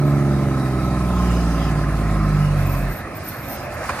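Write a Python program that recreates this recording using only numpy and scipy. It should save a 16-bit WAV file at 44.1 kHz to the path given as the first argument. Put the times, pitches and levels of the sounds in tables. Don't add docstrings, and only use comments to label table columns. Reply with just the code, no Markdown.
import sys
import numpy as np
from scipy import signal
from scipy.fft import rfft, irfft, next_fast_len
from scipy.io import wavfile
from scipy.ndimage import uniform_filter1d, map_coordinates

SR = 44100
rng = np.random.default_rng(int(sys.argv[2]) if len(sys.argv) > 2 else 0)


def unload_wav(signal):
    wavfile.write(
        sys.argv[1],
        SR,
        np.round(np.clip(np.atleast_2d(signal).T, -1, 1) * 32767).astype(np.int16),
    )


N = 176400

# time in seconds, firing rate in Hz, levels of harmonics 1 to 5 in dB.
ENGINE_RUN = [(0.0, 71.84, -57, -18.5, -37, -33.5, -31.5), (0.06, 71.64, -32, -16.5, -27.5, -26.5, -32),
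              (0.34, 69.22, -28, -20, -24.5, -31.5, -30), (0.65, 65.82, -34, -23, -31.5, -27.5, -37),
              (0.76, 64.58, -26, -24.5, -29, -35, -32), (1.19, 60.73, -21.5, -32, -23, -32.5, -37),
              (1.29, 59.6, -19, -26.5, -22, -36, -38), (1.47, 57.66, -21, -32, -24, -31.5, -31),
              (1.82, 54.77, -24.5, -30, -32.5, -38.5, -37.5), (2.16, 51.68, -20.5, -28.5, -24, -29, -41),
              (2.43, 49.39, -24.5, -27, -16.5, -29.5, -64), (2.66, 47.3, -24.5, -21.5, -23, -38, -41),
              (2.73, 46.34, -24.5, -24.5, -25.5, -55, -50), (2.83, 45.95, -24, -37, -26.5, -27.5, -54),
              (2.9, 44.9, -24, -36, -29.5, -43, -54)]


def amp(db):
    return 10 ** (np.asarray(db) / 20)


def unit(x):
    return x / np.sqrt(np.mean(x ** 2) + 1e-20)


def clock():
    return np.arange(N) / SR


def along(points, hz):
    f, v = np.transpose(points)
    return np.interp(np.log(hz + 1), np.log(f + 1), v)


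def curves(rows):
    times, *columns = np.transpose(rows)
    return [np.interp(clock(), times, column) for column in columns]


def wobble(rate):
    return map_coordinates(rng.standard_normal(N // 10), [clock() * rate], mode="mirror")


def fuzz(width_hz):
    return wobble(width_hz) + 1j * wobble(width_hz)


def swell(start, end, edge):
    return np.clip(np.minimum(clock() - start, end - clock()) / edge, 0, 1)


def pulsation(cycles, depth):
    return np.exp(depth * np.cos(2 * np.pi * cycles))


def filtered(x, response):
    size = next_fast_len(N + SR // 2)
    return irfft(rfft(x, size) * response(np.fft.rfftfreq(size, 1 / SR)), size)[..., :N]


def resonance(hz, centre_hz, width_hz):
    return 1j * hz * width_hz / (centre_hz ** 2 - hz * hz + 1j * hz * width_hz)


def stereo_noise():
    # frequency in Hz, correlation of left and right.
    coherence = [(100, 0.99), (300, 0.97), (600, 0.86), (1200, 0.9), (2200, 0.67), (4000, 0.096),
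                 (8000, 0.23), (13000, 0.14)]

    def mid_side_gains(hz):
        angle = np.arccos(np.clip(along(coherence, hz), -1, 1)) / 2
        return np.array([np.cos(angle), np.sin(angle)])

    mid, side = filtered(rng.standard_normal((2, N)), mid_side_gains)
    return np.array([mid + side, mid - side])


def rush(spectrum, gate=1):
    return unit(filtered(stereo_noise() * gate, lambda hz: amp(along(spectrum, hz))))


def patchy(x, patchy_db):
    spectra = signal.stft(x, nperseg=512)[2]
    field = uniform_filter1d(rng.standard_normal(spectra.shape[1:]), size=3, axis=0)
    field = uniform_filter1d(field, size=14, axis=1)
    return unit(signal.istft(spectra * amp(patchy_db * unit(field)), nperseg=512)[1][:, :N])


def exhaust(firing_hz, firings):
    # multiple of the crank rate, level in dB ahead of stack and muffler.
    crank_lines = [(2, -49), (5, -37), (7, -45), (8, -42.5), (11, -41.5), (13, -44), (14, -43), (16, -47.5),
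                   (17, -57), (18, -40.5)]
    # frequency in Hz, relative level in dB.
    puff_spectrum = [(25, -46), (45, -7.5), (300, -3), (400, -6.5), (490, -21.5), (590, -8.5), (670, -13),
                     (780, -12), (950, -22), (2000, -44)]
    # time in seconds, base level in dB.
    puff_levels = [(0, -27.5), (1.4, -30.5), (2.9, -37.5)]
    brake_off_s, release_s = 2.9, 0.058
    stack = lambda hz: 1 + 6.3 * resonance(hz, centre_hz=147.4, width_hz=9)
    muffler = lambda hz: 1 - resonance(hz, centre_hz=78.6, width_hz=13)
    tones = np.zeros(N)
    for k, db in enumerate(curves(ENGINE_RUN)[1:], 1):
        stack_phase = np.angle(stack(k * firing_hz))
        tones += np.sqrt(2) * amp(db) * np.cos(2 * np.pi * k * firings + stack_phase)
    for order, db in crank_lines:
        k = order / 3
        cycles = k * firings + 0.5 * rng.random()
        line = stack(k * firing_hz) * muffler(k * firing_hz) * np.exp(2j * np.pi * cycles)
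        tones += np.sqrt(2) * amp(db + 1.5 * wobble(5.08)) * line.real
    tones *= amp(0.2 * wobble(55))
    puff_db, = curves(puff_levels)
    rasp_db = puff_db - 6 + 0.06 * (firing_hz - 61)
    for k in np.arange(19, 48) / 3:
        db = rasp_db + along(puff_spectrum, k * firing_hz) + 4.5 * wobble(2.79)
        tones += amp(db) * np.cos(2 * np.pi * (k * firings + rng.random()))
    puffs = amp(puff_db - 3.5) * rush(puff_spectrum, pulsation(firings, depth=0.29))
    return (tones + puffs) * np.clip(1 - (clock() - brake_off_s) / release_s, 0, 1)


def engine_block(firings):
    # frequency in Hz, width in Hz.
    modes = [(1046.3, 42), (1290, 37), (1270, 156)]
    # time in seconds, level of each of the three modes in dB.
    mode_levels = [(0, -43.5, -42, -38), (.7, -41, -38.5, -40.5), (.87, -42.5, -34, -45),
                   (1.18, -32, -39.5, -36), (1.3, -38.5, -42.5, -37.5), (2.12, -40.5, -39, -38),
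                   (2.24, -39, -49, -32), (2.33, -40.5, -36.5, -43), (2.75, -40, -44, -47),
                   (2.95, -70, -49, -57)]
    shake = pulsation(firings, depth=0.41)
    throb = pulsation(firings / 2, depth=0.5)
    out = np.zeros(N)
    for (hz, width_hz), db in zip(modes, curves(mode_levels)):
        force = shake * rng.standard_normal(N)
        ring = signal.hilbert(filtered(force, lambda f: resonance(f, hz, width_hz) ** 2))
        steadier_ring = ring.real / np.sqrt(np.abs(ring) + 1e-20)
        out += amp(db) * unit(throb * steadier_ring)
    return out


def gear_whine(firings):
    teeth_per_firing, end_s, fade_s = 8.5, 0.64, 0.22
    fade = np.clip((end_s - clock()) / fade_s, 0, 1)
    return amp(-37) * fade * np.sqrt(2) * np.cos(2 * np.pi * teeth_per_firing * firings)


def road_noise():
    # frequency in Hz, relative level in dB.
    rumble_spectrum = [(22, -33), (45, -5), (87, 1), (143, -2), (175, -5), (330, -7), (440, -16.5),
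                       (700, -50)]
    roar_spectrum = [(250, -40), (440, -13.5), (560, -5.5), (760, -8), (920, -14), (1080, -10),
                     (1450, -13.5), (1750, -12), (2150, -16), (2600, -20), (3000, -30.5), (4000, -55)]
    hiss_spectrum = [(1500, -22), (2500, -5.5), (3200, -1.5), (3850, 2), (5000, 1.5), (7600, -5),
                     (9400, -2), (13200, -4.5), (15000, -26)]
    # time in seconds, level in dB.
    rumble_levels = [(0, -33), (2.8, -31.5), (3.1, -34), (4, -33.5)]
    roar_levels = [(0, -35), (.8, -35), (1.4, -33), (2, -32.5), (2.8, -31.5), (3.2, -34.5), (4, -29.5)]
    hiss_levels = [(0, -45), (1, -43.5), (2.2, -44), (2.87, -43), (3.1, -50.5), (3.3, -43), (3.43, -47.5),
                   (3.53, -41), (3.69, -49.5), (3.86, -39.5)]
    roar_db = curves(roar_levels)[0] + 0.27 * wobble(21.4)
    roar = amp(roar_db) * patchy(rush(roar_spectrum), patchy_db=2.0)
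    hiss_db = curves(hiss_levels)[0] + 0.89 * wobble(34.88)
    grit = amp(0.71 * wobble(700))
    hiss = amp(hiss_db) * patchy(rush(hiss_spectrum, grit), patchy_db=2.3)
    rumble = amp(curves(rumble_levels)[0]) * rush(rumble_spectrum)
    return rumble + roar + hiss


def turbo_whistles():
    # start and length in seconds, first and last pitch in Hz, level in dB, width in Hz.
    whistles = [(0, 0.62, 3900, 3850, -56, 171), (0.493, 0.52, 3910, 3880, -52, 110),
                (1.1, 0.62, 4970, 5000, -50, 260), (2.391, 0.1644, 2880, 2840, -43, 159.5),
                (2.547, 0.38, 2590, 2565, -45.5, 170)]
    out = np.zeros((2, N))
    for start, length, first_hz, last_hz, db, width_hz in whistles:
        pitch_hz = np.interp(clock(), [start, start + length], [first_hz, last_hz])
        carrier = np.exp(2j * np.pi * np.cumsum(pitch_hz) / SR)
        flutter = np.array([fuzz(width_hz) for side in "LR"])
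        out += amp(db) * swell(start, start + length, edge=0.062) * (flutter * carrier).real
    return out


def brake_squeals():
    # start and length in seconds, first and last pitch in Hz, level in dB (upper mode).
    squeals = [(0.042, 0.076, 13300, 13300, -51), (2.566, 0.085, 13100, 12630, -47),
               (2.641, 0.15, 13800, 13100, -43), (2.736, .13, 13200, 13550, -48.5),
               (2.873, 0.15, 13400, 13160, -44.5), (3.142, 0.052, 14000, 13600, -38.5),
               (3.221, 0.14, 14000, 13400, -42.5), (3.271, 0.034, 13160, 12900, -26),
               (3.286, 0.25, 13000, 13300, -45.5), (3.57, 0.11, 13300, 13100, -54),
               (3.473, .1, 13300, 13500, -36.5), (3.723, 0.046, 13000, 12800, -45)]
    width_hz, low_mode_ratio, low_mode_db = 430, 0.705, -13.5
    high, low = [common + 0.72 * np.array([fuzz(width_hz) for side in "LR"])
                 for common in (fuzz(width_hz), fuzz(width_hz))]
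    t = clock()
    out = np.zeros((2, N))
    for start, length, first_hz, last_hz, db in squeals:
        on = (t > start) & (t < start + length)
        pitch_hz = first_hz + (last_hz - first_hz) * (t[on] - start) / length
        phase = 2 * np.pi * np.cumsum(pitch_hz) / SR
        high_mode = high[:, on] * np.exp(1j * phase)
        low_mode = amp(low_mode_db) * low[:, on] * np.exp(1j * low_mode_ratio * phase)
        envelope = amp(db) * swell(start, start + length, edge=0.033)[on]
        out[:, on] += envelope * (high_mode + low_mode).real
    return out


def escaping_air():
    # frequency in Hz, relative level in dB.
    air_spectrum = [(2300, -16), (2750, 6.5), (3400, -3), (5000, -5), (6500, -4.5), (8000, -9.5),
                    (14000, -15)]
    envelope = amp(-42) * swell(start=1.055, end=1.787, edge=0.17)
    return envelope * patchy(rush(air_spectrum), patchy_db=4.5)


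def trailer_clunks():
    # start in seconds, base level in dB.
    knocks = [(3.831, -31), (3.89, -20.5), (3.93, -31), (3.96, -33), (3.987, -26)]
    # frequency in Hz, relative level in dB.
    scrape_spectrum = [(350, -14), (620, 0), (1200, 3.5), (2400, -3.5), (3300, -22), (4500, -15.5),
                       (15000, -31)]
    steel_modes = [(675, -0.5), (834, -1), (1044, -1), (1630, -3), (2440, -9.5)]
    scrape_db, attack_s, hold_s, scrape_t60_s = -1.5, 0.002, 0.016, 0.05
    steel_db, steel_t60_s, bounce_s = -7.5, 0.079, 0.006
    contact, ring = np.zeros(N), np.zeros(N)
    for start, db in knocks:
        age = clock() - start
        attack = np.clip(age / attack_s, 0, 1)
        contact += attack * amp(db - 60 * np.maximum(age - hold_s, 0) / scrape_t60_s)
        for delay in np.arange(3) * bounce_s:
            ring_age = age[age > delay] - delay
            for hz, mode_db in steel_modes:
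                decay = amp(db + steel_db + mode_db - 60 * ring_age / steel_t60_s)
                ring[N - len(ring_age):] += decay * np.sin(2 * np.pi * (hz * ring_age + rng.random()))
    grit = amp(2.3 * wobble(400))
    return ring + amp(scrape_db) * contact * rush(scrape_spectrum, grit)


def stereo_image(truck):
    # frequency in Hz, excess of right over left in dB.
    balance = [(50, 1), (140, 2.1), (2000, 2), (8000, 0.5)]
    # frequency in Hz, lead of the left side in radians.
    phase_lead = [(0, 0.049), (600, 0.25), (2300, 0.74), (4000, 2.4), (9400, 0.57), (13000, 0.57)]
    side = np.array([[-0.5], [0.5]])

    def response(hz):
        lead = np.interp(hz, *np.transpose(phase_lead))
        return amp(side * along(balance, hz)) * np.exp(-1j * side * lead)

    return filtered(truck, response)


def scene():
    firing_hz = curves(ENGINE_RUN)[0]
    speed_jitter = 0.0011 * wobble(15.27)
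    firings = np.cumsum(firing_hz * (1 + speed_jitter)) / SR
    engine = exhaust(firing_hz, firings) + engine_block(firings) + gear_whine(firings)
    truck = engine + road_noise() + escaping_air() + turbo_whistles()
    return stereo_image(truck + brake_squeals() + trailer_clunks())


def record(dry):
    # frequency in Hz, gain in dB.
    treble_dip = [(10500, 0), (11700, -24.5), (12700, 0.5)]
    band_limit_hz = 15450
    return filtered(dry, lambda hz: amp(along(treble_dip, hz)) * (hz < band_limit_hz))


dry = scene()
out = record(dry)
unload_wav(out)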